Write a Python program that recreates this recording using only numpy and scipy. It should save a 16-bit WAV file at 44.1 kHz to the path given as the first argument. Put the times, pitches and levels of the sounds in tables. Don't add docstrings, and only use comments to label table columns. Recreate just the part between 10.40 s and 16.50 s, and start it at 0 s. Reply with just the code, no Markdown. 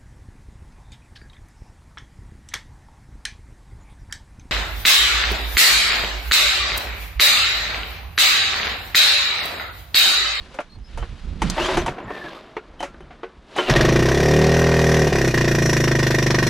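import sys
import numpy as np
from scipy import signal
from scipy.fft import rfft, irfft, next_fast_len
from scipy.io import wavfile
from scipy.ndimage import uniform_filter1d

SR = 44100
rng = np.random.default_rng(int(sys.argv[2]) if len(sys.argv) > 2 else 0)


def inscribe(sig):
    pcm = np.round(np.clip(np.atleast_2d(sig).T, -1, 1) * 32767)
    wavfile.write(sys.argv[1], SR, pcm.astype(np.int16))


def voltage_ratio(level):
    return 10 ** (np.asarray(level, float) / 20)


N = 268965
TIME = np.arange(N) / SR
STROKE = np.arange(SR // 6) / SR
HOT_PITCH = 1.11


def evened(x):
    return x / np.sqrt(np.mean(x ** 2) + 1e-20)


def curves(rows, t=TIME):
    s, *columns = np.transpose(rows)
    return [np.interp(t, s, column) for column in columns]


def coloured(x, points, gain=voltage_ratio):
    size = next_fast_len(x.shape[-1])
    hz, value = np.transpose(points)
    bins = np.fft.rfftfreq(size, 1 / SR)
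    shape = gain(np.interp(np.log(bins + 1), np.log(hz + 1), value))
    return irfft(rfft(x, size) * shape, size)[..., :x.shape[-1]]


def band(x, lo_hz, hi_hz, order=2):
    edges = [lo_hz, min(hi_hz, SR / 2.1)]
    sos = signal.butter(order, edges, "bandpass", fs=SR, output="sos")
    return evened(signal.sosfilt(sos, x))


def resonate(x, hz, width):
    turn = np.exp(2j * np.pi * np.cumsum(hz * np.ones(len(x))) / SR)
    r = np.exp(-np.pi * width / SR)
    return 2 * (turn * signal.lfilter([1 - r], [1, -r], x / turn)).real


def rings(modes, t, rise_ms=0.79):
    out = np.zeros(len(t))
    for delay_ms, hz, db, t60 in modes:
        u = np.maximum(t - delay_ms / 1000, 0)
        rise = 1 - np.exp(-1000 * u / rise_ms)
        out += voltage_ratio(db - 60 * u / t60) * np.sin(2 * np.pi * hz * u) * rise
    return out


def gritty(spread_db, size):
    grains = evened(uniform_filter1d(rng.standard_normal(N), size))
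    return evened(rng.standard_normal(N) * voltage_ratio(spread_db * grains))


def swell(s, hold, db, fall, rise):
    below = np.maximum(rise * (s - TIME), fall * (TIME - s - hold))
    return voltage_ratio(db - np.maximum(below, 0))


def add(mix, s, sound):
    part = mix[round(s * SR):][:len(sound)]
    part += sound[:len(part)]


def gusts():
    # [t/s, hold/s, level/dB, brightness above 90 Hz/dB]
    gust_rows = [(0, .02, -37, -21), (0.374, 0.011, -31, -31), (0.485, .01, -40.5, -31),
                 (.58, 0.027, -24, -49), (0.715, 0.009, -27, -31), (0.857, .1, -25.5, -16),
                 (1.029, 0.062, -22, -1.5), (1.217, 0.017, -28, -9), (1.36, 0.047, -26.5, -3),
                 (1.473, 0.024, -34, 2), (1.64, .05, -45, 4), (1.834, 0.027, -53, 7),
                 (2.303, 0.041, -48, -36), (2.405, 0.28, -49.5, -7), (2.99, .02, -46, -20),
                 (3.12, .05, -64.5, -10)]
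    # [t/s, left-right/dB]
    facing = [(0, -5.5), (.6, -5.5), (1.12, -8), (1.2, -4.5), (1.6, -0.5)]
    breeze_db = -53
    shared, own = gritty(2.0, size=900), rng.standard_normal(N)
    deep, bright = band(shared, 21.0, 74.4), band(shared, 95, 184)
    apart = 0.014 * band(own, 22, 123.27)
    gains = [swell(s, hold, db, fall=270, rise=360) for s, hold, db, _ in gust_rows]
    level = voltage_ratio(breeze_db) + sum(gains)
    bright_level = voltage_ratio(breeze_db - 2) + sum(g * voltage_ratio(row[-1]) for g, row in zip(gains, gust_rows))
    low = level * deep + bright_level * bright
    pan_db = curves(facing)[0]
    return np.array([(low + level * apart) * voltage_ratio(pan_db / 2), (low - level * apart) * voltage_ratio(-pan_db / 2)])


def rustle():
    # [f/Hz, density/dB per Hz]
    yard = [(120, -32), (200, -0.5), (240, -4), (488, -13.5), (1090, -17), (1630, -20), (2020, -21),
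            (3830, -22.5), (10600, -44), (15600, -80)]
    # [t/s, hold/s, level/dB, fall/dB per s, relative treble/dB]
    sleeves = [
        (0, .17, -51.5, 93, 0.5),
        (0.51, 0.37, -58, 60, 6.5),
        (1.06, 0.15, -40, 97, 4.5),
        (1.23, 0.12, -38, 207, 8),
        (1.515, 0.2, -37, 67, -35),
        (1.745, 0.18, -53, 71, -5),
        (1.964, 0.94, -51, 57, -16.5),
        (3.128, .1, -44, 60, -2.5),
    ]
    low, high = (coloured(gritty(1.15, size=400), yard) for _ in range(2))
    low, high = band(low, 335, 1890), band(high, 1130, 18000)
    moves = sum(swell(*row, rise=280) * (low + voltage_ratio(treble_db) * high) for *row, treble_db in sleeves)
    return moves + voltage_ratio(-63) * low + voltage_ratio(-61.5) * high


def squeak(length, first_hz, last_hz, db, octave_db=-25, bend=1):
    size = round(length * SR)
    hz = first_hz + (last_hz - first_hz) * np.linspace(0, 1, size) ** bend
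    noise = rng.standard_normal(size)
    tone = evened(resonate(noise, hz, 40)) + voltage_ratio(octave_db) * evened(resonate(noise, 2 * hz, 90))
    return voltage_ratio(db) * tone * signal.windows.tukey(size, .5)


def pulls():
    # [t/s, hold/s, level/dB, fall/dB per s, relative treble/dB]
    pull_rows = [
        (1.173, 0.21, -27, 103, -14),
        (1.725, 0.21, -40, 73, -7),
        (3.165, 0.076, -30.5, 98, -3),
        (3.287, 0.053, -20.5, 36, -10),
    ]
    # [f/Hz, width/Hz, level/dB]
    pull_tone = [(368, 43, 7), (577, 55, -6), (629, 21, 6), (994, 93, -2), (1575, 83.3, -35),
                 (1850, 88, -23)]
    grit = gritty(3.4, size=120)
    hollow = evened(sum(voltage_ratio(db) * resonate(grit, hz, width) / np.sqrt(width) for hz, width, db in pull_tone))
    low = 0.69 * hollow + 0.66 * band(grit, 236, 1800)
    high = band(grit, 1250, 4050, order=3)
    return sum(swell(*row, rise=900) * (low + voltage_ratio(treble_db) * high) for *row, treble_db in pull_rows)


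def knock(peak_db, treble_db, t60, rise_ms):
    # [f/Hz, level/dB, t60/s]
    cowl = [(359, 0, 0.081), (445.5, -2.5, 0.071), (564, -0.5, 0.053), (740, 1, 0.047), (893, 11, 0.018),
            (1114, -5, 0.045), (1415, -13.5, 0.12), (1650, -23.5, 0.052)]
    # [delay/ms, f/Hz, level/dB, t60/s]
    pawls = [(0, 3050, 0, .09), (0, 6150, -3, .07), (0, 9200, -7, .06), (0, 10450, -7, .06)]
    t, rise = np.arange(SR // 5) / SR, rise_ms / 1000 + 1e-4
    noise, luck = rng.standard_normal((2, len(t))), rng.standard_normal((len(cowl), 2))
    scuff = noise[0] * (t / rise) * np.exp(-t / rise)
    modes = [(0, hz * (1 + 0.0424 * a), db + 4.05 * b, ring * t60 / 0.071)
             for (hz, db, ring), (a, b) in zip(cowl, luck)]
    body = band(signal.fftconvolve(scuff, rings(modes, t))[:len(t)], 150, 6000)
    fade = (1 - np.exp(-(t / rise) ** 2)) * voltage_ratio(-60 * t / t60)
    body = body / abs(body).max() + 0.37 * band(noise[1], 228, 2380, order=3) * fade
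    top_hz = np.clip(7982 + 150 * treble_db, 3500, 8500)
    crack = band(noise[1], 3430, top_hz) * fade * (0.62 + np.exp(-t / 0.00067)) / 3
    steel = voltage_ratio(-6.5 + min(treble_db, 0)) * rings(pawls, t) * (treble_db < 0) / 3
    return voltage_ratio(peak_db) * (body + voltage_ratio(treble_db) * crack + steel)


def starter():
    # [t/s, peak/dB, relative treble/dB, t60/s]
    knocks = [(0.142, -32, -2.5, 0.21), (.187, -14.5, -38, 0.069), (.202, -22.5, -6.5, 0.095),
              (0.355, -42, -18, .048), (0.385, -45, -2, 0.047), (.574, -25, -3, 0.16),
              (.626, -23, -32, .093), (.965, -55, -22, 0.11), (1.018, -9.5, -4, 0.11), (1.37, -8, -5, 0.15),
              (1.461, -15.5, -3.5, 0.17), (1.479, -12.5, -37, 0.11), (2.166, -15.5, -38, 0.091),
              (2.403, -20, -5, 0.094), (2.427, -16.5, -5, 0.17), (2.543, -34, -21, 0.032),
              (2.605, -30, -11, 0.035), (2.706, -32.5, -34, 0.2), (2.831, -21, -38, 0.11),
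              (3.162, -18.5, -4, 0.68), (3.184, -7, -43, 0.14)]
    # [t/s, peak/dB, t60/s]
    chuffs = [(1.176, -13.5, 0.22), (1.193, -18.5, .1), (1.284, -13.5, 0.26), (1.314, -19, 0.13),
              (1.58, -21, .076), (1.6, -25, 0.076), (1.703, -17.5, 0.055), (1.768, -24, 0.061),
              (1.84, -24.5, 0.15)]
    # [t/s, peak/dB, relative treble/dB, t60/s, rise/ms]
    snap = (1.0993, -23, 18, .035, .08)
    # [t/s, length/s, first f/Hz, last f/Hz, level/dB]
    squeaks = [(0, .052, 4340, 4340, -56), (.289, 0.085, 4200, 4260, -51.5), (.42, .083, 5120, 5130, -56),
               (.587, .063, 3000, 3100, -48), (1.375, .051, 6180, 6000, -40), (1.625, .03, 7200, 7150, -62),
               (1.94, .053, 1210, 1190, -41.5), (2.387, 0.062, 3090, 3050, -39),
               (2.6, 0.048, 3050, 3020, -63), (3.17, .05, 2975, 3090, -25), (3.226, 0.082, 2940, 2680, -32),
               (3.29, 0.046, 5170, 5400, -31)]
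    # [t/s, length/s, first f/Hz, last f/Hz, level/dB, octave/dB, bend]
    rewind = (1.64, .3, 1810, 1500, -38, -25, 3)
    # [t/s, length/s, first f/Hz, last f/Hz, level/dB, octave/dB, bend]
    whine = (1.18, .12, 2400, 3650, -29, -14, .85)
    out = pulls()
    blows = [(*row, 1) for row in knocks]
    blows += [(s, db, -24, t60, 2) for s, db, t60 in chuffs]  # dull, 2 ms rise
    for s, *row in blows + [snap]:
        add(out, s, knock(*row))
    for s, *row in squeaks + [rewind, whine]:
        add(out, s, squeak(*row))
    return out


def puff():
    opening = 1 - np.exp(-(np.maximum(STROKE - .0022, 0) / .002) ** 2)
    return opening * np.exp(-STROKE / .012) + .09 * np.exp(-STROKE / .05)


def rock(turns, rate, heat, start):
    # [multiple of the firing rate, level at 40 firings per s/dB]
    orders = [(1, -57), (2, -25), (9, -27), (12, -40), (14, -26.5), (15, -35)]
    cold_db = 14.5 * np.exp(-abs(TIME - start) / 0.3)
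    running = np.clip((TIME - start) / .03, 0, 1) * rate / 40 * voltage_ratio(cold_db)
    return running * sum(voltage_ratio(db) * heat ** (k > 2) * np.sin(2 * np.pi * k * turns + 0.9 * k) for k, db in orders)


def gas_hiss(fire, s):
    # [f/Hz, density/dB per Hz]
    spectrum = [(470, -18), (800, -12.5), (988, -4.5), (1300, -9.5), (1860, -3), (2160, -8.5), (3020, -13),
                (4550, -15), (5620, -13), (6060, -17), (12400, -46.5), (15600, -16)]
    cold_db = 5.5 * np.exp(-(s - s[0]) / 0.28)
    noise = evened(coloured(gritty(0.52, size=60), spectrum))
    return 0.75 * noise * fire(-24 + cold_db, -24 + cold_db, puff(), 1.67)


def loose_parts(fire):
    # [f/Hz, width/Hz, level/dB]
    parts = [(1870, 160, -4), (2450, 80, -10), (5560, 220, -7), (5690, 120, -13), (3420, 150, -12),
             (4950, 120, -13), (4150, 80, -13), (2760, 80, -12), (3620, 90, -13), (5860, 120, -11),
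             (1590, 90, -11), (12600, 700, -24)]
    drift_db, drift_s = 5, .07
    shake = gritty(1.5, size=40)
    steps = np.arange(0, N / SR + 1, drift_s)
    buzz = np.zeros(N)
    for hz, width, db in parts:
        drift = np.interp(TIME, steps, rng.standard_normal(len(steps)))
        buzz += voltage_ratio(db + drift_db * drift) * resonate(shake, hz, width) / np.sqrt(width)
    return evened(buzz) * fire(-30, -31.5, puff() + 0.013, 0.42)


def metal(fire):
    # [delay/ms, f/Hz]
    fins = [(3.9, 1860), (3.9, 1770), (4, 1960), (8.4, 1880), (3.5, 2455), (3.5, 1530), (3.2, 986),
            (3.4, 1088), (3.5, 2853), (19, 1860)]
    # [level/dB, t60/s]
    fins_ring = [(0, .05), (-9, .035), (-7, .035), (-5, .035), (-11, .05), (-11, .04), (-13, .04),
                 (-13, .05), (-16, .04), (-16, .04)]
    # [delay/ms, f/Hz, level/dB, t60/s]
    clank = [(3.4, 5580, 0, .05), (3.4, 5700, -3, .045), (3.4, 4950, -10, .025), (3.4, 2870, -8, .03),
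             (3.4, 3450, -10, .03), (20, 5600, -10, .03)]
    out = fire(-25.15, -26.65, rings(np.hstack([fins, fins_ring]), STROKE, rise_ms=2.3), 0.76)
    out += fire(-32.5, -50.5, rings(clank, STROKE, rise_ms=1.7), 1.3)
    return out * (1 + .25 * band(rng.standard_normal(N), 30, 250))


def exhaust(fire, heat, at):
    # [delay/ms, f/Hz, level/dB, t60/s]
    boom_modes = [(3.06, 210, -6.5, 0.062), (11.6, 132.5, 8, 0.077), (3.6, 50, -22, 0.29),
                  (4, 170, -10, 0.73)]
    # [delay/ms, f/Hz]
    pop_modes = [(.7, 365), (.7, 600), (.7, 480), (1, 665), (6.6, 350), (10.6, 430), (2, 270), (1.2, 550)]
    # [level/dB, t60/s]
    pop_ring = [(18, 0.048), (4.5, 0.11), (22, 0.0094), (-11, 0.63), (-1, 0.18), (13.5, 0.024), (5, 0.17),
                (2.5, 0.1)]
    # [cool f/Hz, width/Hz, share swallowed cool, share swallowed hot]
    traps = [(98.4, 34, 0.83, 0.25), (184.4, 24, 0.71, 0.76), (290.4, 47, 0.94, 0.94), (594, 34, 1, 0.99)]
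    hot, hot_time = heat[at], STROKE * HOT_PITCH
    luck = rng.standard_normal((2, len(at)))
    boom = fire(-16.5, -14.5, rings(boom_modes, STROKE), .4, luck[0], share=1 - hot)
    boom += fire(-16.5, -14.5, rings(boom_modes, hot_time), 0.24, luck[0], share=hot)
    modes = np.hstack([pop_modes, pop_ring])
    pop = fire(-20.5, -13.5, rings(modes, STROKE, rise_ms=.9), .4, luck[1], share=1 - hot)
    pop += fire(-20.5, -13.5, rings(modes, hot_time, rise_ms=1.0), 0.27, luck[1], share=hot)
    pop *= 1 + .05 * band(rng.standard_normal(N), 15, 200)
    pipe = boom + pop
    for hz, width, cool, warm in traps:
        swallowed = np.clip(cool + (warm - cool) * heat, 0, 1)
        pipe = pipe - swallowed * resonate(pipe, hz * (1 + (HOT_PITCH - 1) * heat), width)
    return pipe


def engine():
    # [t/s, firings per s]
    speed = [(3.28, 11.64), (3.42, 24.2), (3.62, 31.66), (3.85, 37.02), (4.18, 40.58), (4.35, 39.97),
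             (4.58, 39.4), (4.92, 30.06), (5.2, 27.64), (5.4, 27.39), (5.55, 26.23), (6.1, 24.06)]
    # [t/s, opening 0 idle to 1 wide open]
    throttle_rows = [
        (3.29, 0.17),
        (3.38, 0.66),
        (3.6, .85),
        (4.2, 0.95),
        (4.64, 0.83),
        (4.8, 0.72),
        (5, 0.33),
        (6.1, 0),
    ]
    # [t/s, level/dB]
    misses = [
        (4.643, -3),
        (4.697, -11),
        (4.908, -9),
    ]
    first_turn, lead_s = .208, .0022
    rate = curves(speed)[0]
    turns = np.cumsum(rate * (TIME >= speed[0][0])) / SR + 1 - first_turn
    at = np.flatnonzero(np.diff(np.floor(turns))) - round(lead_s * SR)
    s = at / SR
    weak_db = sum(db * (abs(s + lead_s - miss) < .01) for miss, db in misses)
    throttle = curves(throttle_rows, s)[0]
    heat = np.clip((rate - 31) / (38.2 - 31), 0, 1)

    def fire(idle_db, open_db, shape, spread_db, luck=None, share=1):
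        if luck is None:
            luck = rng.standard_normal(len(at))
        db = idle_db + (open_db - idle_db) * throttle + weak_db + spread_db * luck
        train = np.zeros(N)
        train[at] = share * voltage_ratio(db) * np.sqrt(SR / rate[at])
        return signal.oaconvolve(train, shape / np.linalg.norm(shape))[:N]

    shaking = rock(turns, rate, heat, s[0]) + loose_parts(fire)
    return shaking + gas_hiss(fire, s) + metal(fire) + exhaust(fire, heat, at)


def ports(x):
    # [t/s, width 0-1]
    width_rows = [(0, 1), (3.2, 0), (3.4, 0), (3.8, 0.01), (4.15, 0.32), (6.1, 0.95)]
    # [f/Hz, level/dB]
    side = [(60, -48), (130, -37.5), (290, -41), (640, -19), (1410, -10.5), (3100, -6.5), (8000, -5.5),
            (13000, -1)]
    # [f/Hz, left-right/dB]
    tilt = [(60, 0), (6000, .4), (9000, 1.2), (12000, 12), (15000, 11)]
    t = np.arange(SR // 20) / SR
    smear = rng.choice([-1., 1.], len(t)) * np.exp(-t / .012)
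    other = signal.oaconvolve(x, smear / np.linalg.norm(smear))[:N]
    apart = coloured(other, side) * curves(width_rows)[0]
    lean = coloured(x, tilt, lambda db: (voltage_ratio(db) - 1) / (voltage_ratio(db) + 1))
    return np.array([x + lean + apart, x - lean - apart])


def scene():
    return gusts() + ports(rustle() + starter() + engine())


def low_pass(x):
    return signal.sosfilt(signal.butter(12, 15710, fs=SR, output="sos"), x)


def record(dry):
    response = [(8, -40), (20, 1.5), (13000, -1.0), (14300, -13), (15700, -26.0)]  # (f/Hz, level/dB)
    limited = coloured(0.97 * np.tanh(dry / 1.218), response)
    edge = signal.firwin(511, 15750, window=("kaiser", 9), fs=SR)
    mix = signal.oaconvolve(limited, edge[None], "same")
    return low_pass(mix)


dry = scene()
out = record(dry)
inscribe(out)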